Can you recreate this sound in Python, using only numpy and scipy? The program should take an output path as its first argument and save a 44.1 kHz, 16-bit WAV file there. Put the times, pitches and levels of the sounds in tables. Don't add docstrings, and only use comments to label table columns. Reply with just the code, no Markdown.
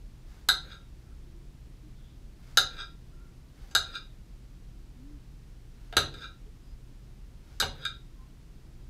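import sys
import numpy as np
from scipy import signal
from scipy.fft import rfft, irfft, next_fast_len
from scipy.io import wavfile
from scipy.ndimage import uniform_filter1d

SR = 44100
rng = np.random.default_rng(int(sys.argv[2]) if len(sys.argv) > 2 else 0)


def to_wav(sig):
    pcm = np.clip(np.atleast_2d(sig), -1, 1) * 32767
    pcm = np.round(pcm).astype(np.int16)
    wavfile.write(sys.argv[1], SR, pcm.T)


N = 392049

# (frequency [Hz], relative level per Hz [dB])
AMBIENCE_SPECTRUM = [(11, -29), (20, -2), (34, 2.5), (58, -4), (80, -11.5), (100, -17.5), (130, -11),
                     (190, -19), (340, -24), (470, -32), (700, -36.5), (1400, -40), (5000, -44),
                     (15500, -55.5)]
# (delay [ms], level [dB])
EARLY_ECHOES = [(2.3, -11.5), (8.6, -9), (9.9, -8), (11.3, -9.5), (20.5, -14)]
# (frequency [Hz], t60 [s])
ROOM_DECAY = [(80, 1), (400, 0.46), (1400, 0.24), (4000, 0.3), (7000, 0.23), (13000, 0.14)]
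# (middle time [s], length [s], frequency [Hz], filter width [Hz], level before fades [dB])
RUB_EVENTS = [(1.097, 0.15, 1370, 300, -70.5), (1.378, 0.34, 345, 24.4, -63), (1.871, 0.11, 310, 50, -59.5),
              (2.058, 0.25, 3400, 696, -71.5), (3.225, 0.24, 1380, 80, -69), (6.496, 0.083, 419, 40, -58.5),
              (6.687, 0.19, 4960, 150, -74.5), (8.215, 0.15, 1046, 50, -68.5)]
# (frequency [Hz], t60 [s], relative level [dB])
TABLE_MODES = [(80, .45, 3), (138.4, 0.85, -4)]
# (frequency [Hz], t60 [s], relative level [dB])
BLADE_MODES = [(2851, 0.037, 3.5), (3000, 0.034, -3), (6230, 0.066, 2.5), (6700, 0.019, -7.5),
               (7080, .04, -3.5), (9300, 0.038, -11.5), (10220, .08, -7), (12250, .07, -11)]
# (frequency [Hz], longest t60 [s], relative level in the well [dB], relative level near the rim [dB])
PLATE_MODES = [(753.4, .09, -13, -32), (1281, 0.12, -8.5, -9), (1373.6, 0.16, -5.5, -2.5),
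               (1473, 0.0689, -3.5, -6), (1554, 0.068, -3.5, 0.5), (1627, 0.049, 1, -3),
               (1794, 0.038, -11, -23), (2003, 0.2, -25, -24.5), (2395, 0.077, -29, -5.5),
               (2820, 0.052, -26, -13.5), (3320, 0.051, -15.5, -7.5), (3580, 0.0587, -7, -0.5),
               (3697, 0.065, -0.5, -2.5), (3813, 0.03, 0.5, 2.5), (3906, 0.11, -6.5, -12.5),
               (3960, 0.051, -3, -16), (4077, .08, -0.5, -17), (4250, 0.061, -4, -20.5),
               (4730, .06, -13.5, -21), (4890, 0.05, -7, -7.5), (5520, 0.031, -28, -36.5),
               (6110, 0.16, -17, -32.5), (6540, .04, -16, -11.5), (7890, 0.05, -8, -16),
               (8300, 0.062, -16, -15), (10120, 0.11, -10, -31), (12200, 0.069, -15, -42),
               (12820, 0.18, -6.5, -38)]
# (edge enters the fruit [s], hiss level before fades [dB],
# edge slides off the plate [s], scraping force [dB])
KNIFE_STROKES = [(.21, -67, 0.72, -44.5), (2.36, -65, 2.803, -36.5), (3.52, -64.5, 3.956, -38),
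                 (5.70, -71.5, 6.229, -39.5), (7.40, -67.5, 7.83, -45)]
# (time [s], ring level [dB], weight of the hand re ring [dB],
# ping of the blade re ring [dB], hardness [dB], place [0 = well, 1 = rim])
BLADE_BLOWS = [(0.4874, -18, -16.5, -20.5, -1.5, 0.048), (2.5726, -16.5, -13, -10, 0, 0.15),
               (3.712, -60.5, 2.5, -4, 9, 0.22), (3.7504, -20, -9.5, -6.5, -2, 0.18),
               (3.9540, -38, -29, -28, -3, 0.9), (5.9265, -55, 16.5, 6.5, -19, 0.57),
               (5.9677, -21.5, 1.5, -5, -1.5, 0.097), (6.1407, -46, -20, -22, -3, 0.64),
               (7.6003, -25.5, -8, -17.5, 8, 0.05), (7.6094, -33, -9.5, -22, 2, 1),
               (7.6232, -50, 25.5, 18.5, -19, 0.6), (7.852, -29, -29, -32, -1, 0.99)]
# (frequency [Hz], relative level per Hz [dB])
FLESH_SPECTRUM = [(200, -7), (600, -4.5), (1500, -4), (3000, -9.5), (5000, -9.5), (9000, -18),
                  (15000, -20.5)]
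# (frequency [Hz], relative level per Hz [dB])
GRIT_SPECTRUM = [(300, -24), (1500, 33.5), (2100, -7), (3700, 28.5), (6500, 3), (9000, -31.5), (15000, -50)]
# (frequency [Hz], relative level per Hz [dB])
DRAG_SPECTRUM = [(150, -5), (350, -3), (500, 1), (800, -19), (1500, -3.5), (5000, -28.5)]
# (frequency [Hz], relative level per Hz [dB])
CRACK_SPECTRUM = [(500, -21), (1050, -13), (1400, 2), (1800, 1), (2200, -17), (3700, 6.5), (5000, -2),
                  (5500, -9), (6300, 0), (8300, -8), (9500, -9.5), (13000, -10.5), (14000, -24),
                  (16000, -26)]
# (frequency [Hz], relative level per Hz [dB])
KNOCK_SPECTRUM = [(60, -8.5), (200, -7.5), (420, -3), (600, -3.5), (800, -3), (1030, -6), (1400, -5),
                  (2200, -12.5), (5000, -36.5)]

AMBIENCE_DB = -47
HUM_HZ, HUM_DB = 120, -61
CUTOFF_HZ = 15500
TONE_START_S, TONE_LENGTH_S, TONE_DB = 4.95, 0.248, -54.5
TONE_LOW_HZ, TONE_HIGH_HZ, TONE_RISE_S = 236.3, 296, 0.165
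BOOM_DB, BOOM_DELAY_S = -16.5, 0.015
SINK_S = 0.27
SLIDE_S, SWELL_S, LIFT_S = 0.06, 0.045, 0.048
SLIDE_DB, LIFTED_DB = -15, -19
RING_CYCLES = 750
TOP_WELL_DB, TOP_RIM_DB = -0.5, -10
CRACK_DB, CRACK_PER_WEIGHT, CRACK_T60_S = 9, 0.4, 0.019


def from_db(db):
    return 10 ** (np.asarray(db) / 20)


def rms_one(x):
    return x / np.sqrt(np.mean(x ** 2) + 1e-20)


def at_hz(points, hz):
    table_hz, value = np.transpose(points)
    return np.interp(np.log(np.maximum(hz, 1)), np.log(table_hz), value)


def clock(size):
    return np.arange(size) / SR


def fade(t, t60):
    return np.exp(-np.log(1000) * t / t60)


def noise(spectrum, size):
    n = next_fast_len(size)
    gain = from_db(at_hz(spectrum, np.fft.rfftfreq(n, 1 / SR)))
    shaped = irfft(rfft(rng.standard_normal(n)) * gain, n)
    return rms_one(shaped[:size])


def add(out, start_s, sound):
    at = max(round(start_s * SR), 0)
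    out[at:at + len(sound)] += sound[:max(N - at, 0)]


def struck(hz, t60, level_db):
    t = clock(SR // 2)
    gain = from_db(level_db) * (-1) ** np.arange(len(hz))
    tones = np.sin(2 * np.pi * hz[:, None] * t) * fade(t, t60[:, None])
    return gain @ tones


def colour(hz, hard_db, place, low_db=-1):
    top_db = TOP_WELL_DB + place * (TOP_RIM_DB - TOP_WELL_DB) + min(hard_db, 0)
    return at_hz([(1700, low_db), (3000, 0), (4300, 0), (4900, hard_db), (11000, top_db)], hz)


def background(waver=0.35):
    slow_spectrum = [(1, 0), (4, 0), (30, -70), (100, -140)]
    sway = 1 + waver * noise(slow_spectrum, N)
    hum = np.sqrt(2) * from_db(HUM_DB) * sway * np.sin(2 * np.pi * HUM_HZ * clock(N))
    return from_db(AMBIENCE_DB) * noise(AMBIENCE_SPECTRUM, N) + hum


def room(x, tail_db=-7.5, onset_s=0.013, echo_cut_hz=9000):
    t = clock(SR * 3 // 5)
    white = rfft(rng.standard_normal(len(t)))
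    hz = np.fft.rfftfreq(len(t), 1 / SR)
    tail = np.zeros(len(t))
    for band, (_, t60) in enumerate(ROOM_DECAY):
        share = at_hz([(row[0], j == band) for j, row in enumerate(ROOM_DECAY)], hz)
        tail += irfft(white * share, len(t)) * fade(t, t60)
    tail *= 1 - np.exp(-(t / onset_s) ** 2)
    early = np.zeros(len(t))
    for delay_ms, level_db in EARLY_ECHOES:
        early[round(delay_ms * SR / 1000)] += from_db(level_db)
    response = signal.lfilter(*signal.butter(1, echo_cut_hz, fs=SR), early)
    response += from_db(tail_db) * tail / np.linalg.norm(tail)
    response[0] += 1
    return signal.fftconvolve(x, response)[:N]


def low_tone():
    out, t = np.zeros(N), clock(int(TONE_LENGTH_S * SR))
    arch = np.sin(np.pi / 2 * t / TONE_RISE_S) ** 2
    hz = TONE_LOW_HZ + (TONE_HIGH_HZ - TONE_LOW_HZ) * arch
    gain = from_db(TONE_DB) * signal.get_window(("tukey", 0.3), len(t))
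    add(out, TONE_START_S, np.sqrt(2) * gain * np.sin(2 * np.pi * np.cumsum(hz) / SR))
    return out


def rubs():
    out = np.zeros(N)
    for middle_s, length_s, hz, width_hz, level_db in RUB_EVENTS:
        size = int(length_s * SR)
        b, a = signal.iirpeak(hz, hz / width_hz, fs=SR)
        once = signal.lfilter(b, a, rng.standard_normal(SR))
        twice = signal.lfilter(b, a, once)
        squeak = rms_one(twice[-size:])
        add(out, middle_s - length_s / 2, from_db(level_db) * squeak * np.sqrt(np.hanning(size)))
    return out


def thumps(rise_s=0.0034):
    out = np.zeros(N)
    boom = struck(*np.transpose(TABLE_MODES))
    boom *= 1 - np.exp(-clock(len(boom)) / rise_s)
    for hit_s, ring_db, weight_db, *_ in BLADE_BLOWS:
        add(out, hit_s + BOOM_DELAY_S, from_db(ring_db + weight_db + BOOM_DB) * boom)
    return out


def slicing():
    out, size = np.zeros(N), int(SINK_S * SR)
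    for start_s, hiss_db, _, _ in KNIFE_STROKES:
        wander = rms_one(uniform_filter1d(rng.standard_normal(SR), size=90))
        grains = from_db(3 * wander)
        hiss = rms_one(noise(FLESH_SPECTRUM, SR) * grains)[:size]
        add(out, start_s, from_db(hiss_db) * hiss * np.sqrt(np.hanning(size)))
    return out


def plate_ring(place, hard_db, scatter_db=1.56):
    hz, t60, well_db, rim_db = np.transpose(PLATE_MODES)
    level_db = (1 - place) * well_db + place * rim_db + colour(hz, hard_db, place)
    level_db += scatter_db * rng.standard_normal(len(hz))
    damped_t60 = np.minimum(t60, RING_CYCLES / hz)
    return struck(hz, damped_t60, level_db)


def scrapes(slips_per_s=1200, slip_hz=7000, ring_db=-2.0, grit_db=-12, drag_db=-60):
    out = np.zeros(N)
    phases = np.cumsum([0, SLIDE_S, SWELL_S, LIFT_S])
    t = clock(int(phases[-1] * SR))
    friction = from_db(np.interp(t, phases, [SLIDE_DB, SLIDE_DB, 0, LIFTED_DB]))
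    for _, _, off_s, scrape_db in KNIFE_STROKES:
        start_s = off_s - SWELL_S - SLIDE_S
        slips = rng.random(len(t)) < slips_per_s / SR
        sizes = rng.standard_normal(len(t))
        force = from_db(scrape_db) * friction * rms_one(slips * sizes)
        force = signal.lfilter(*signal.butter(2, slip_hz, fs=SR), force)
        ring = plate_ring(place=0.86, hard_db=4)
        grit = noise(GRIT_SPECTRUM, SR // 50) * fade(clock(SR // 50), t60=0.037)
        for response, level_db in (ring, ring_db), (grit, grit_db):
            sound = signal.fftconvolve(force, response / np.linalg.norm(response))
            add(out, start_s, from_db(level_db) * sound)
        drag = noise(DRAG_SPECTRUM, SR)[:len(t)] * signal.get_window(("tukey", 0.5), len(t))
        add(out, start_s, from_db(drag_db) * drag)
    return out


def clinks(knock_t60=0.056, knock_rise_s=0.0011):
    out, t = np.zeros(N), clock(SR // 2)
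    blade_hz, blade_t60, blade_modes_db = np.transpose(BLADE_MODES)
    for hit_s, ring_db, weight_db, blade_db, hard_db, place in BLADE_BLOWS:
        ring = plate_ring(place, hard_db)
        blade_level_db = blade_db + blade_modes_db + colour(blade_hz, hard_db, place)
        blade = struck(blade_hz, blade_t60, blade_level_db)
        edge = [(hz, db + colour(hz, hard_db, place)) for hz, db in CRACK_SPECTRUM]
        crack_gain = from_db(CRACK_DB + CRACK_PER_WEIGHT * weight_db)
        crack = crack_gain * noise(edge, len(t)) * fade(t, CRACK_T60_S)
        knock = from_db(weight_db) * noise(KNOCK_SPECTRUM, len(t)) * fade(t, knock_t60)
        knock *= 1 - np.exp(-t / knock_rise_s)
        add(out, hit_s, from_db(ring_db) * (ring + blade + crack + knock))
    return out


def scene():
    knife = room(slicing() + scrapes() + clinks())
    mix = background() + low_tone() + rubs() + thumps() + knife
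    return mix[None]


def record(dry):
    return signal.sosfilt(signal.ellip(10, 0.1, 80, CUTOFF_HZ, fs=SR, output="sos"), dry)


dry = scene()
out = record(dry)
to_wav(out)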